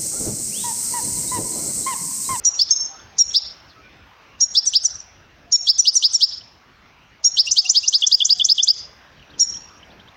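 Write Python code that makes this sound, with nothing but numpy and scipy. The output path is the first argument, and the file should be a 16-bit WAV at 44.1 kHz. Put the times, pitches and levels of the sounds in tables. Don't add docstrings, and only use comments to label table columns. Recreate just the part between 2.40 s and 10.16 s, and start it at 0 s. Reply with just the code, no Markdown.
import sys
import numpy as np
from scipy import signal
from scipy.fft import rfft, irfft
from scipy.io import wavfile
from scipy.ndimage import uniform_filter1d, minimum_filter1d

SR = 44100
rng = np.random.default_rng(int(sys.argv[2]) if len(sys.argv) > 2 else 0)


def wrap_up_sound(samples):
    columns = np.atleast_2d(samples).T
    tamed = np.clip(columns, -1, 1)
    steps = np.round(tamed * 32767).astype(np.int16)
    wavfile.write(sys.argv[1], SR, steps)


def boost_factor(decibels):
    exponent = np.asarray(decibels, float) / 20
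    return 10 ** exponent


N = 342216

# level_db, attack_end (share), release_start (share), entry_db, exit_db
RISE_VOICES = [
    ((0, .049, 3350, 5350, 1.45, 2.5, 0), (-6, .6, .7, -44, -16)),
    ((0, .056, 3050, 4740, 2.1, 3.8, 0), (-18, .33, .8, -21, -10)),
    ((.004, .026, 4000, 5700, 1.05, 1.2, 0), (-27, .45, .65, -14, -14)),
]
GRUNT_VOICES = [
    ((0, .025, 2600, 2890, 1.05, 1.8, 0), (-24, .48, .55, -22, -18)),
    ((0, .024, 5150, 5850, 1.05, 1.8, 0), (-32, .3, .8, -8, -12)),
]
DIP_VOICES = [
    ((0, .015, 4100, 2850, .98, 2.4, 0), (-14, .33, .4, -22, -12)),
    ((.012, .024, 2900, 3500, 1.1, 3.5, 0), (-10, .42, .55, -14, -24)),
]
PAIR_VOICES = [
    ((0, .029, 3600, 5500, 1.3, 2.2, 350), (-4, .56, .62, -40, -15)),
    ((0, .02, 3200, 4400, 1.1, 1.2, 0), (-19, .3, .7, -10, -14)),
    ((.026, .022, 4500, 5600, 1.3, 1.3, 0), (-2, .34, .42, -20, -26)),
]
# start_s, strength_db, lead_start_hz, lead_end_hz, other_voices_db
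RISES = [(.9375, -2, 3650, 5500, 2), (2.1478, 0, 3700, 5530, 3), (2.333, 0, 3250, 5400, -2),
         (3.2672, 0, 3600, 5360, 2), (3.4502, 0, 3150, 5340, -1), (3.623, 0, 3300, 5340, 0),
         (3.8048, 0, 3370, 5360, -1), (4.9682, 0, 3290, 5400, 1), (5.159, 0, 3300, 5250, 0),
         (5.3435, 0, 3450, 5260, 0), (5.5248, -1, 3360, 5250, 0)]
LAZY_RISES = [
    (.1905, 0, 4400, 5550, 0),
]
GRUNTS = [
    (5.066, 0, 2600, 2890, 0),
    (5.249, -2, 2600, 2870, 0),
    (5.431, -4, 2610, 2880, 0),
]
DIPS = [
    (5.619, 0, 4100, 2850, 0),
    (5.8013, 0, 4080, 2850, 0),
    (5.995, 0, 4130, 2870, 0),
    (6.1787, 0, 4050, 2880, 0),
]
PAIRS = [
    (5.7124, 0, 3600, 5480, 0),
    (5.8925, -1, 3600, 5440, 0),
    (6.0862, -1, 3600, 5500, 1),
    (6.2718, -2, 3600, 5520, 0),
]


def evened(x):
    return x / np.sqrt(np.mean(x ** 2) + 1e-20)


def read(points, hz):
    f, value = np.transpose(points)
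    return np.interp(np.log(hz + 1), np.log(f + 1), value)


def add(mix, s, sound):
    part = mix[round(s * SR):][:len(sound)]
    part += sound[:len(part)]


def coloured(x, gain):
    return irfft(rfft(x) * gain(np.fft.rfftfreq(len(x), 1 / SR)), len(x))


def above(hz, edge_hz):
    return np.clip((hz - edge_hz) / 240 + .5, 0, 1)


def smeared(x, rows, columns):
    return uniform_filter1d(uniform_filter1d(x, size=rows[0], axis=rows[1]), size=columns[0], axis=columns[1])


def wander(count, size):
    noise = rng.standard_normal(SR // 4)
    return evened(uniform_filter1d(uniform_filter1d(noise, size), size))[:count]


def hum():
    # pitch_hz, level_db (per Hz)
    spectrum = [(18, -40), (30, -17), (70, -1.5), (426, -10.5), (988, -7.5), (2830, -12.5), (3060, -15.5),
                (4530, -22), (5740, -21), (8080, -43), (14000, -39.5), (16000, -43.5)]
    # time_s, hiss_db, rumble_db
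    swell = [
        (0.0, -50.5, -58.5),
        (3.02, -55.5, -57),
        (3.35, -56.5, -61),
        (7.76, -52.5, -56.5),
    ]
    gust = 6.95, 0.063, 9.9
    drone = 65, 14, 5.14
    gust_s, gust_width_s, gust_peak_db = gust
    drone_hz, drone_width_hz, drone_peak_db = drone
    frames = N // 512 + 5
    t = np.arange(frames) * 512 / SR
    hz = np.fft.rfftfreq(2048, 1 / SR)[:, None]
    a, b, patches = rng.standard_normal((frames, 1025, 3)).T
    patches = evened(smeared(patches, (16, 0), (8, 1)))
    s, hiss_db, rumble_db = np.transpose(swell)
    low = np.clip((350 - hz) / 200, 0, 1)
    rumble_swell_db = np.interp(t, s, rumble_db - rumble_db.mean())
    hiss_swell_db = np.interp(t, s, hiss_db - hiss_db.mean())
    swell_db = low * rumble_swell_db + (1 - low) * hiss_swell_db
    drone_db = drone_peak_db * np.exp(-((hz - drone_hz) / drone_width_hz) ** 2)
    gust_db = gust_peak_db * np.exp(-((t - gust_s) / gust_width_s) ** 2 - ((hz - 350) / 300) ** 2)
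    level_db = read(spectrum, hz) + (2.5 + 0.53 * low) * patches + swell_db + drone_db + gust_db
    wash = signal.istft((a + 1j * b) * boost_factor(level_db), nperseg=2048, noverlap=1536)[1][:N]
    return boost_factor(-54) * evened(wash)


def walls(x):
    # pitch_hz, t60_s
    decay = [(2500, 0.6), (3600, 0.7), (4700, 0.5), (5500, .62), (9000, 0.4)]
    # delay_s, level_db
    slaps = [
        (.008, -27),
        (0.04, -27),
        (.085, -27),
        (.13, -33),
    ]
    hz, t, z = signal.stft(rng.standard_normal(SR), SR, nperseg=256)
    tail = signal.istft(z * boost_factor(-60 * t / read(decay, hz)[:, None]), SR, nperseg=256)[1]
    tail = boost_factor(-24) * tail / np.linalg.norm(tail)
    for s, db in slaps:
        smear = evened(rng.standard_normal(1300) * np.hanning(1300))
        add(tail, s, boost_factor(db) * smear / np.sqrt(1300))

    def wall_colour(hz):
        low_escape_db = -3 * np.log2(hz / 4200 + .1) ** 2
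        return boost_factor(low_escape_db + 3 * above(hz, 5250) - 4 * above(hz, 7100)) * (1 - above(hz, 9000))

    return signal.fftconvolve(x, coloured(tail, wall_colour)[:SR - 4000])[:N]


def far_birds():
    # start_s, top_hz, level_db
    chirps = [(.588, 3950, -48), (.62, 4000, -58), (.73, 3670, -57), (.9, 4300, -41), (4.005, 3300, -48),
              (6.76, 3240, -56), (6.79, 3200, -49), (6.89, 5000, -50), (7.135, 3400, -44),
              (7.158, 3900, -48), (7.288, 3400, -52), (7.39, 3400, -51), (7.425, 3250, -43),
              (7.497, 5100, -49), (7.593, 3800, -44), (7.672, 4010, -46)]
    # start_s, length_s, start_hz, end_hz, level_db
    far_calls = [(.13, .04, 2700, 2720, -47), (.47, .11, 810, 776, -47), (.535, .04, 1300, 1255, -47.5),
                 (1.265, .086, 5700, 2836, -55), (1.33, .12, 1300, 1285, -49), (1.36, .2, 2400, 2400, -55),
                 (1.42, .1, 1480, 1520, -52), (3.05, .07, 700, 690, -51.5), (3.2, .06, 700, 700, -52),
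                 (5.2, .1, 750, 747, -48), (5.9, .14, 730, 730, -51), (6.813, .035, 3100, 2550, -50.5),
                 (6.93, .03, 3300, 2960, -49.5), (7.36, .04, 5600, 6400, -59)]
    chirp_hz, chirp_s, chirp_hz_per_s = 2880, .018, 1.3e5
    calls = [(*call, 0) for call in far_calls]
    for s, top_hz, db in chirps:
        calls.append((s, chirp_s + (top_hz - chirp_hz) / chirp_hz_per_s, chirp_hz, top_hz, db, -11))
    out = np.zeros(N)
    for s, length, start_hz, end_hz, db, fade_db in calls:
        u = np.linspace(0, 1, round(length * SR))
        flutter = .7 + start_hz / 5000 * wander(count=len(u), size=round(1.6e5 / start_hz))
        turn = 2 * np.pi * np.cumsum(start_hz + (end_hz - start_hz) * u) / SR
        add(out, s, boost_factor(db + fade_db * (u - .4)) * flutter * np.sin(turn) * np.hanning(len(u)))
    return out


def whistle(length, start_hz, end_hz, ease_in, ease_out, sag_hz, db, attack, release, entry_db, exit_db):
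    roundness = 1.6
    u = np.linspace(0, 1, round(length * SR))
    glide = 1 - (1 - u ** ease_in) ** ease_out
    hz = start_hz + (end_hz - start_hz) * glide - sag_hz * u ** 1.4
    hz = hz * (1 + 0.004 * wander(count=len(u), size=60))
    turn = 2 * np.pi * (np.cumsum(hz) / SR + rng.random())
    tone = np.sin(turn) + boost_factor(-46) * np.sin(2 * turn)
    waver_db = 1.4 * wander(count=len(u), size=70)
    opening = np.clip(1 - u / attack, 0, 1) ** roundness
    closing = np.clip((u - release) / (1 - min(release, .97)), 0, 1) ** roundness
    breath_db = entry_db * opening + exit_db * closing
    return np.sqrt(2) * tone * boost_factor(db + breath_db + waver_db) * signal.windows.tukey(len(u), .12)


def sung_notes():
    hook = [
        ((0, .047, 3200, 5750, 1.01, 13, 210), (-9, .3, .82, -33, -18)),
        ((-.002, .048, 4100, 6980, .95, 7, 0), (-11, .22, .25, -30, -30)),
        ((.01, .04, 4800, 4250, 1.1, 1.2, 0), (-44, .2, .8, -6, -8)),
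    ]
    held_hook = [
        ((0, .046, 3200, 5700, 1.01, 12, 130), (-10, .27, .85, -32, -18)),
        ((-.002, .044, 4100, 6720, .95, 9, 0), (-13, .22, .65, -34, -18)),
    ]
    lazy_rise = [
        ((0, .052, 4400, 5550, 1.9, 2.2, 0), (-9, .58, .62, -7, -22)),
        ((0, .048, 3450, 4750, 2.3, 2.2, 0), (-24, .1, .7, -10, -12)),
        ((.003, .026, 5100, 6000, 1.05, 1.2, 0), (-25, .2, .6, -10, -14)),
    ]
    fall = [
        ((0, .034, 6450, 5500, 1.1, 1.8, 0), (-6, .52, .62, -20, -20)),
        ((.002, .032, 8500, 6950, 1.1, 2.5, 0), (-25, .7, .92, -5, -8)),
    ]
    flick = [
        ((0, .021, 4900, 7600, .92, 1.05, 0), (-7, .45, .55, -11, -36)),
        ((.004, .019, 4600, 6100, .95, 1.8, 0), (-12, .3, .75, -12, -14)),
    ]
    # start_s, strength_db, lead_start_hz, lead_end_hz, other_voices_db
    hooks = [
        (.0484, -1, 3300, 5850, -1),
        (.7828, 0, 3200, 5740, -1),
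        (3.1195, 0, 3200, 5660, 0),
        (6.9931, 0, 3200, 5720, -4),
    ]
    held_hooks = [
        (2.0048, 0, 3200, 5700, 0),
        (4.8403, 2, 3200, 5670, 0),
    ]
    short_hooks = [
        (.3045, -3, 3700, 5480, 7),
    ]
    falls = [
        (2.2596, -2, 6550, 5600, 4),
        (2.4387, -2, 6600, 5520, 0),
        (3.381, 1, 6480, 5560, -3),
        (3.5516, 0, 6470, 5480, 0),
        (3.7324, -2, 6490, 5380, 3),
    ]
    flicks = [(5.1112, 0, 4900, 7800, 0), (5.2931, 0, 4900, 7790, 0), (5.4765, -2, 4950, 7700, 0),
              (5.664, -1, 5000, 7650, -1), (5.8469, -1, 5000, 7750, -2), (6.044, 0, 4950, 7750, -3),
              (6.2255, -1, 4950, 7670, -2)]
    phrases = (
        (hook, hooks, 1), (held_hook, held_hooks, 1), (held_hook, short_hooks, .76),
        (lazy_rise, LAZY_RISES, 1), (RISE_VOICES, RISES, 1), (fall, falls, 1), (GRUNT_VOICES, GRUNTS, 1),
        (flick, flicks, 1), (DIP_VOICES, DIPS, 1), (PAIR_VOICES, PAIRS, 1))
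    song = np.zeros(N)
    for voices, rows, pace in phrases:
        usual_start, usual_end = voices[0][0][2:4]
        for s, strength_db, start_hz, end_hz, others_db in rows:
            for k, (glide, (db, *breath)) in enumerate(voices):
                delay, length, first_hz, last_hz, *ease = glide
                first_hz = first_hz * start_hz / usual_start
                last_hz = last_hz * end_hz / usual_end
                voice_db = db + strength_db + others_db * (k > 0)
                note = whistle(pace * length, first_hz, last_hz, *ease, voice_db, *breath)
                add(song, s + pace * delay, note)
    return song


def leading_noise():
    noise_lead = np.zeros(N)
    for voices, rows in ((RISE_VOICES, LAZY_RISES + RISES), (PAIR_VOICES, PAIRS),
                         (GRUNT_VOICES, GRUNTS), (DIP_VOICES, DIPS)):
        lead_s = voices[0][0][1]
        for s, strength_db, *_ in rows:
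            add(noise_lead, s - .012, boost_factor(strength_db - 33) * np.hanning(round(.9 * lead_s * SR)))
    return noise_lead


def finch():
    # centre_s, half_width_s, level_db
    throbs = [(0.053, 0.003, 5.0), (0.197, 0.004, 2.0), (0.208, 0.005, -6.0), (0.219, 0.003, 5.0),
              (0.228, 0.004, -4.0), (0.312, 0.004, 6.0), (0.328, 0.008, -4.0), (0.815, 0.006, 4.0),
              (0.949, 0.004, 5.3), (0.975, 0.002, -7.1), (2.005, 0.002, 8.2), (2.046, 0.003, -6.1),
              (2.155, 0.004, 6.2), (2.165, 0.004, -8.4), (2.267, 0.003, -7.0), (2.283, 0.004, -4.6),
              (2.337, 0.002, 10.4), (2.348, 0.006, -5.8), (2.447, 0.004, -7.3), (3.274, 0.006, 6.1),
              (3.284, 0.003, -5.6), (3.381, 0.002, -10.8), (3.456, 0.003, 6.8), (3.466, 0.006, -9.1),
              (3.498, 0.008, 3.7), (3.556, 0.002, 8.0), (3.627, 0.003, 10.7), (3.743, 0.004, -7.3),
              (3.764, 0.004, 9.1), (3.809, 0.002, 7.7), (4.882, 0.003, -7.4), (4.972, 0.004, 9.5),
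              (5.113, 0.002, -6.3), (5.299, 0.002, 7.7), (5.309, 0.003, 5.0), (5.35, 0.006, 4.8),
              (5.482, 0.003, 5.6), (5.529, 0.003, 7.9), (5.568, 0.006, -4.3), (5.665, 0.002, -13.2),
              (5.85, 0.002, -7.3), (6.189, 0.004, -5.2), (6.229, 0.004, -6.1), (6.245, 0.004, 5.0)]
    # time_s, level_db
    facing = [(0, 7), (1.2, 7), (2, 1), (5.3, 0), (5.6, -4), (6.5, -3), (7.76, 2)]
    # pitch_hz, level_db
    noise_colour = [(1800, -43.5), (2800, -9), (6500, 2), (8650, -5), (8950, -42), (11000, -29), (12800, -44),
                    (14500, -28)]
    song = sung_notes()
    t = np.arange(N) / SR
    for s, width, db in throbs:
        near = slice(round((s - 3 * width) * SR), round((s + 3 * width) * SR))
        song[near] *= boost_factor(db * np.exp(-((t[near] - s) / width) ** 2))
    song = song + 0.06 * boost_factor(np.interp(t, *np.transpose(facing))) * song ** 3
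    effort = np.sqrt(abs(uniform_filter1d(song ** 2, size=400)))
    air = evened(coloured(rng.standard_normal(N), lambda hz: boost_factor(read(noise_colour, hz))))
    return song + (boost_factor(-34) * effort + leading_noise()) * air


def scene():
    # time_s, level_db
    to_walls = [(0, 2), (.26, 1), (.3, 7), (.4, 7), (.75, 0), (2, -1), (3.1, 1), (5.55, 0), (5.6, -2),
                (6.4, -2), (6.9, 4), (7.76, 4)]
    bird, others = finch(), far_birds()
    sent = bird * boost_factor(np.interp(np.arange(N) / SR, *np.transpose(to_walls)))
    return (bird + others + walls(sent + 2.1 * others) + hum())[None]


def limiter(x):
    power_db = 10 * np.log10(abs(uniform_filter1d(x ** 2, size=200)) + 1e-12)
    fall = np.arange(N) * 270.0 / SR
    held_db = np.maximum.accumulate(power_db + fall) - fall
    over_db = np.maximum(held_db + 26.5, 0)
    return x / boost_factor(0.37 * uniform_filter1d(over_db, size=150))


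def coarse_core(x):
    hole_db, grit_db = -19.5, -22
    hz, s, z = signal.stft(x, SR, window="cosine", nperseg=1024)
    masking = np.sqrt(smeared(abs(z) ** 2, (32, 0), (32, 0)))
    step = boost_factor(-14) * masking + 1e-9
    bands = np.add.reduceat(abs(z) ** 2, np.arange(0, 513, 8), axis=0) / 8
    bands = np.repeat(bands, 8, axis=0)[:513]
    kept = minimum_filter1d(bands / masking ** 2, size=2, axis=1) > boost_factor(2 * hole_db)
    rounded = np.round(z.real / step) + 1j * np.round(z.imag / step)
    z = step * rounded * np.where(kept, 1, boost_factor(-25))
    wide = np.sqrt(abs(smeared(abs(z) ** 2, (60, 0), (40, 0))))
    wide = wide * np.where(wide.max(0) < .1 * wide.max(), boost_factor(8), 1)
    patchy = boost_factor(5.0 * np.repeat(rng.standard_normal((len(s), 33)), 16, axis=1).T[:513])
    grit = rng.standard_normal((len(s), 513, 2)).T
    grit_level = boost_factor(grit_db) * wide * patchy * above(hz, 2750)[:, None] * kept
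    z = z + grit_level * (grit[0] + 1j * grit[1])
    return signal.istft(z, SR, window="cosine", nperseg=1024)[1][:N]


def steady_tones(gain, hz, s):
    # start_s, length_s, pitch_hz, level_db (rms)
    fill_tones = [(0.795, 0.03, 6937.5, -27.8), (0.886, 0.023, 6937.5, -39.6),
                  (2.027, 0.033, 6937.5, -28.3), (2.454, 0.015, 6937.5, -22.3),
                  (3.133, 0.036, 6937.5, -22.6), (3.271, 0.028, 8437.5, -54.0),
                  (3.378, 0.022, 8437.5, -42.1), (3.485, 0.016, 9187.5, -56.1),
                  (3.533, 0.03, 9187.5, -42.7), (3.558, 0.024, 12937.5, -55.0),
                  (3.566, 0.016, 6937.5, -19.7), (3.611, 0.028, 6937.5, -43.5),
                  (3.74, 0.028, 12937.5, -57.2), (4.858, 0.034, 6937.5, -29.2),
                  (4.99, 0.019, 9937.5, -51.6), (5.184, 0.017, 9937.5, -52.8),
                  (5.367, 0.017, 9937.5, -53.7), (5.538, 0.044, 9937.5, -57.7),
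                  (5.624, 0.021, 9937.5, -62.8), (5.816, 0.023, 9937.5, -61.7),
                  (7.008, 0.019, 6937.5, -18.9), (7.008, 0.02, 12937.5, -54.7),
                  (7.009, 0.017, 14437.5, -51.9),
                  (3.393, .018, 6937.5, -20), (3.411, .017, 6937.5, -33), (3.582, .016, 6937.5, -29),
                  (7.027, .027, 6937.5, -27), (7.054, .09, 6937.5, -50), (7.14, .11, 6937.5, -58),
                  (.83, .11, 6937.5, -44), (.94, .14, 6937.5, -60), (3.17, .09, 6937.5, -42),
                  (3.43, .1, 6937.5, -55), (3.4, .026, 12937.5, -59), (7.026, .73, 14437.5, -80)]
    tones = np.zeros(N)
    for start, length, tone_hz, db in fill_tones:
        gain[abs(hz - tone_hz) < 300] *= np.where((s > start) & (s < start + length), .15, 1)
        u = np.arange(round(length * SR))
        tone = np.sin(2 * np.pi * tone_hz * u / SR) * signal.windows.tukey(len(u), 240 / len(u))
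        add(tones, start, np.sqrt(2) * boost_factor(db + 2 - 5 * u / len(u)) * tone)
    return tones


def rebuilt_treble(x):
    # from_hz, to_hz, shift_hz
    patches = [
        (6750, 12750, 6000),
        (12750, 16100, 10500),
    ]
    floor_hz, ceiling_hz = patches[0][0], patches[-1][1]
    t = np.arange(N) / SR
    steps = dict(fs=SR, nperseg=118, noverlap=88)
    high = coloured(x, lambda hz: above(hz, floor_hz) * (1 + .9 * above(hz, 13400)))
    low = coloured(coarse_core(x - high), lambda hz: 1 - above(hz, floor_hz + 150))
    turning = signal.hilbert(low)
    copy = np.zeros(N)
    for a, b, shift in patches:
        shifted = (turning * np.exp(2j * np.pi * shift * t)).real
        copy += coloured(shifted, lambda hz: above(hz, a) - above(hz, b))
    hz, s, z = signal.stft(copy, **steps)
    wanted = signal.stft(high, **steps)[2]
    fizz = rng.standard_normal((len(s), len(hz), 2)).T
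    fizz_level = 0.75 * np.sqrt(abs(smeared(abs(z) ** 2, (7, 0), (30, 1))))
    z = z + fizz_level * (fizz[0] + 1j * fizz[1])
    tile = np.arange(len(s)) // 24
    edges = np.flatnonzero(np.diff(tile, prepend=-1))
    wide = (hz > 9000)[:, None]

    def tiled(v):
        energy = np.add.reduceat(abs(v) ** 2, edges, axis=1)
        return np.where(wide, uniform_filter1d(energy * wide, size=4, axis=0), energy)

    have, want = tiled(z), tiled(wanted)
    gain = np.minimum(np.sqrt(abs(want) / (abs(have) + 1e-16)), boost_factor(55))[:, tile]
    tones = steady_tones(gain, hz, s)
    treble = signal.istft(z * gain, **steps)[1][:N]
    return low + coloured(treble, lambda hz: above(hz, floor_hz) - above(hz, ceiling_hz)) + tones


def band_limit(x):
    return signal.sosfilt(signal.butter(12, 17130, fs=SR, output="sos"), x)


def record(dry):
    x = rebuilt_treble(boost_factor(4.0) * limiter(dry[0]))
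    envelope = uniform_filter1d(abs(signal.hilbert(x)), size=40)
    x = x / np.maximum(envelope / .76, 1)
    return band_limit(x)


dry = scene()
out = record(dry)
wrap_up_sound(out)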